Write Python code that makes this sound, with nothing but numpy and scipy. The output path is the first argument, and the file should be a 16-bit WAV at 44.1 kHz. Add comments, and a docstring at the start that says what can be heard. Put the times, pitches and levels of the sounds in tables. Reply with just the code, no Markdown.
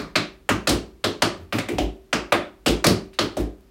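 """A small room, where tap shoes dance on a plywood board over carpet. Each metal plate clicks, chatters
for a few milliseconds and knocks the board, whose modes ring briefly. Where the dancer's weight follows,
the board thuds and the floor booms. Near walls and a short reverberation answer, over a faint hush."""
import sys
import numpy as np
from scipy import signal
from scipy.fft import rfft, irfft, next_fast_len
from scipy.io import wavfile

SR = 44100
rng = np.random.default_rng(int(sys.argv[2]) if len(sys.argv) > 2 else 0)


def unload_wav(signal):
    """Save mono or channel-first audio to the path in sys.argv[1] as 16-bit WAV at rate SR, clipped to [-1, 1]."""
    wavfile.write(
        sys.argv[1],
        SR,
        np.round(np.clip(np.atleast_2d(signal).T, -1, 1) * 32767).astype(np.int16),
    )


N = 163170
LENGTH = 32768  # samples in one impact
TIME_S, FREQ_HZ = np.arange(LENGTH) / SR, np.fft.rfftfreq(LENGTH, 1 / SR)
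MODE_SCATTER_DB = 1.5


def taps():
    """Impact excitation: each plate chatters and knocks the board; the treble is mostly a gritty burst."""
    # start_s, plate_db, plate_hz, knock_db, crack_db, edge_db, edge_hz, sizzle_db, sizzle_hz, chatter_s
    strikes = [(-.02,-41.5,2424,-34.5,-28.5,-33.5,4235,-51.5,8000,0.0072),
               (0.1554,-21,2493,-22.5,-23,-20,3900,-37,8000,0.014),
               (.49,-25.5,2810,-24,-18,-34,4140,-28,6680,.011),
               (0.6718,-25.5,2970,-21,-22.5,-22,4230,-28.5,8000,0.011),
               (.691,-28.5,3200,-24.5,-40.5,-24.5,4474,-25.5,8640,.01),
               (1.04,-26,3326,-23,-24.5,-24.5,4070,-34,8000,0.013),
               (1.2205,-23.5,3130,-18.5,-18.5,-21.5,4430,-29,8500,0.0091),
               (1.525,-27.5,2610,-27,-29,-38,4750,-43,11410,0.013),
               (1.584,-28,2220,-27,-33.5,-33,3600,-37,7770,0.0099),
               (1.686,-32.5,2340,-30,-41.5,-47,3800,-40,8050,.011),
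               (1.783,-27.5,2960,-19.5,-46,-37,5140,-38,7150,0.011),
               (2.1285,-25,2760,-22.5,-21,-25.5,5020,-37.5,7990,0.013),
               (2.3215,-23.5,2484,-14.5,-18,-23.5,3450,-34.5,9300,0.01),
               (2.661,-23,2830,-21,-27.5,-28,4490,-28,8180,0.014),
               (2.679,-25,3350,-40,-36.5,-31,4860,-32,7990,0.012),
               (2.842,-27,2350,-18.5,-19.5,-22.5,4270,-27,8470,0.01),
               (2.866,-26.5,2740,-19.5,-28,-18.5,4540,-25,10050,0.0093),
               (3.1328,-55,2600,-58,-60,-54,4000,-62,9200,0.022),
               (3.1882,-25.5,3240,-24,-22,-22,4260,-38.5,8480,0.009),
               (3.368,-41,3630,-23.5,-41.5,-45.5,5000,-41,7970,.012)]
    out = np.zeros(N + LENGTH)
    for (start_s, plate_db, plate_hz, knock_db, crack_db,
         edge_db, edge_hz, sizzle_db, sizzle_hz, chatter_s) in strikes:
        blows = chatter(chatter_s)
        knock = amp(knock_db) * board_knock()
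        mids = click_band(plate_db, plate_hz, q=1.42) - click_band(crack_db, hz=1209, q=0.98)
        treble = click_band(sizzle_db, sizzle_hz, q=0.95) - click_band(edge_db, edge_hz, q=1.66)
        grit = noise_burst(TIME_S * np.exp(-3.2 * TIME_S / abs(chatter_s)))
        direct = knock + blows * mids + (amp(-9.5) * blows + amp(-0.5) * grit) * treble
        reflected = reflections(amp(-3) * knock + treble) + reflections(mids)
        add(out, start_s, irfft(direct + reflected, LENGTH))
    return out[:N]


def chatter(span_s, contacts=9, scatter_db=2.5, fade_db=11):
    """Repeated contact: the spectrum of a plate's uneven, fading train of impulses."""
    order = np.arange(contacts)
    when_s = (order + rng.random(contacts)) / contacts * abs(span_s) * (order > 0)
    level_db = scatter_db * rng.standard_normal(contacts) - fade_db * order / contacts
    level_db[0] -= 2
    force = amp(level_db) * rng.choice([-1, 1], contacts)
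    return rfft(np.bincount((when_s * SR).astype(int), force / np.linalg.norm(force)), LENGTH)


def click_band(level_db, hz, q):
    """Damped resonance: a broad peak dies at once, a narrower one at the same pitch rings longer."""
    broad, narrow = resonance(hz, hz / q), resonance(hz, hz / q / 3.5)
    return amp(level_db) * fixed_energy(broad ** 2 + amp(-6) * narrow ** 2)


def board_knock(lag_s=0.002):
    """Modal response: the spectrum of the board's midrange modes, sounding just after the plate."""
    # pitch_hz, width_hz, level_db
    modes = [(572, 97, 1.5), (640.7, 60, 1.5), (712, 90, -2.5)]
    delay = np.exp(-2j * np.pi * FREQ_HZ * lag_s)
    return delay * fixed_energy(modal_sum(modes) * resonance(modes[1][0], width_hz=523))


def landings(rise_s=0.035, hold_s=0.054, boom_t60_s=0.3):
    """Forced vibration: the weight drives the board's low modes; the floor answers with one deep tone."""
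    # start_s, thud_db, deep_db, press_s, boom_db, boom_hz
    footfalls = [(-.02,-34,-36,0.027,-41,56), (.158,-28.5,-30,0.019,-48,54), (.493,-26,-27,.03,-30.5,59),
                 (0.677,-23.5,-26,0.065,-22,57.9), (1.043,-26,-31.5,0.037,-57,65),
                 (1.224,-26.5,-28,0.011,-41.5,55), (1.367,-53,-48.5,0.069,-37,84.5),
                 (1.532,-28.5,-26,0.044,-33.5,100), (1.687,-26.5,-46.5,0.034,-40,100),
                 (1.722,-38,-34.5,0.035,-30.5,57), (1.783,-26,-34,0.049,-19,52.7),
                 (2.132,-28,-31,0.016,-35,55), (2.324,-26,-30,0.021,-40,52.2),
                 (2.663,-20.5,-26.5,0.045,-20,54.4), (2.845,-26,-35,0.023,-47.5,55),
                 (2.856,-19.5,-20,0.054,-28,70.5), (3.19,-25.5,-32.5,0.045,-38.5,52.5),
                 (3.371,-25,-31.5,0.04,-20,53.8)]
    # The board's low modes, in two groups: pitch_hz, level_db, t60_s
    thud_modes = [(240.7, -2.5, 0.12), (265, 0, .3), (298.4, 3, 0.34), (351.1, 2, .35), (383, -6.5, 0.75),
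                  (417.5, -3, .3)]
    deep_modes = [(100, 1, 0.1), (114.5, -3, .3), (163.3, 1.5, 0.29), (189.1, -2, 0.44), (218.5, 0, 0.42)]
    out = np.zeros(N + LENGTH)
    swell = (1 - np.exp(-(TIME_S / rise_s) ** 2)) * amp(-60 * np.maximum(TIME_S - hold_s, 0) / boom_t60_s)
    for start_s, thud_db, deep_db, press_s, boom_db, boom_hz in footfalls:
        thud = amp(thud_db) * board_rumble(thud_modes, press_s)
        deep = amp(deep_db) * board_rumble(deep_modes, press_s)
        boom = amp(boom_db) * swell * np.sin(2 * np.pi * boom_hz * TIME_S)
        add(out, start_s, thud + deep + boom)
    return out[:N]


def board_rumble(modes, press_s, build_s=0.004):
    """Free decay: modes held up while the weight presses then ring out, blurred by the room."""
    released_s = np.maximum(TIME_S - abs(press_s), 0)
    ring = np.zeros(LENGTH)
    for hz, db, t60_s in modes:
        envelope = amp(db + MODE_SCATTER_DB * rng.standard_normal() - 60 * released_s / t60_s)
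        ring += envelope * np.sin(2 * np.pi * (hz * TIME_S + rng.random()))
    ring *= 1 - np.exp(-TIME_S / build_s)
    response = modal_sum([(hz, hz / 8, db) for hz, db, _ in modes])
    blur = irfft(response * reverberation(build_s, press_s), LENGTH)
    return unit_onset(unit_onset(ring) + amp(-1) * unit_onset(blur))


def modal_sum(modes):
    """Superposition: modes of alternating sign add, each struck a little differently every time."""
    return sum((-1) ** k * amp(db + MODE_SCATTER_DB * rng.standard_normal()) * resonance(hz, width_hz)
               for k, (hz, width_hz, db) in enumerate(modes))


def resonance(centre_hz, width_hz):
    """The frequency response of a damped oscillator."""
    return 1j * FREQ_HZ * width_hz / (centre_hz ** 2 - FREQ_HZ ** 2 + 1j * FREQ_HZ * width_hz)


def reflections(spectrum, walls_t60_s=0.076, cutoff_hz=7000):
    """Reflection: near walls and the diffuse field return a tap's spectrum through a gentle low-pass."""
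    diffuse = amp(-1) * reverberation(build_s=0.012, hold_s=0)
    walls = amp(-3) * noise_burst(TIME_S * amp(-60 * TIME_S / walls_t60_s))
    return spectrum * (diffuse + walls) / (1 + 1j * FREQ_HZ / cutoff_hz)


def reverberation(build_s, hold_s):
    """Diffuse field: the spectrum of a unit-energy tail that builds, holds, then decays band by band."""
    # frequency_hz, t60_s
    decay_times = [(60, 0.19), (200, 0.24), (500, 0.42), (1500, 0.37), (4000, 0.32), (8000, 0.3),
                   (15000, 0.15)]
    # frequency_hz, level_db
    colour = [(100, -7), (400, 1), (1500, 1), (4000, 3.6), (8000, 2), (15000, 8)]
    hz, t, noise = signal.stft(rng.standard_normal(LENGTH * 3 // 4), SR, nperseg=256)
    decay_db = 60 * np.maximum(t - abs(hold_s), 0) / along(decay_times, hz)[:, None]
    envelope = amp(along(colour, hz)[:, None] - decay_db) * (1 - t / t[-1])
    tail = signal.istft(noise * envelope, SR, nperseg=256)[1]
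    tail *= 1 - np.exp(-np.arange(len(tail)) / SR / build_s)
    return rfft(tail / np.linalg.norm(tail), LENGTH)


def room_hush(level_db=-52):
    """Ambient noise: a steady random hush, strongest in the bass."""
    # frequency_hz, relative_density_db
    spectrum = [(18, -15.5), (30, 20.5), (55, 25), (93, 9), (184, 6.5), (340, 8.5), (526, -2.5),
                (1200, -8.5), (4650, -16.5), (7500, -20.5), (16000, -22)]
    gain = amp(along(spectrum, np.fft.rfftfreq(N, 1 / SR)))
    hush = irfft(rfft(rng.standard_normal(N)) * gain, N)
    return amp(level_db) * hush / hush.std()


def noise_burst(envelope):
    """The spectrum of enveloped white noise with unit energy."""
    noise = rng.standard_normal(LENGTH) * envelope
    return rfft(noise / np.linalg.norm(noise))


def amp(db):
    """Decibels as an amplitude ratio."""
    return 10 ** (np.asarray(db) / 20)


def along(points, hz):
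    """Interpolate (frequency_hz, value) points on a logarithmic frequency axis."""
    point_hz, values = np.transpose(points)
    return np.interp(np.log(hz + 1), np.log(point_hz + 1), values)


def fixed_energy(response):
    """Scale a frequency response to the energy of 10 ms at rms 1."""
    return response * np.sqrt(SR / 100 / np.sum(irfft(response, LENGTH) ** 2))


def unit_onset(sound):
    """Scale a sound to rms 1 over its first 50 ms."""
    return sound / np.sqrt(np.mean(sound[:SR // 20] ** 2))


def add(track, start_s, sound):
    """Mix in one impact, which may begin just before time zero."""
    start = round(start_s * SR)
    track[max(start, 0):][:LENGTH + min(start, 0)] += sound[max(-start, 0):]


def scene():
    """Superposition: taps, landings and hush add in one channel."""
    return (taps() + landings() + room_hush())[None]


def record(dry, low_hz=42, top_hz=15800):
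    """Band limiting: the microphone drops the deepest bass and keeps nothing above its upper limit."""
    size = next_fast_len(N + SR)
    hz = np.fft.rfftfreq(size, 1 / SR)
    s = 1j * hz / low_hz
    highpass = s ** 2 / (1 + 1.2 * s + s ** 2)
    return irfft(rfft(dry, size) * highpass ** 2 * (hz < top_hz), size)[:, :N]


dry = scene()
out = record(dry)
unload_wav(out)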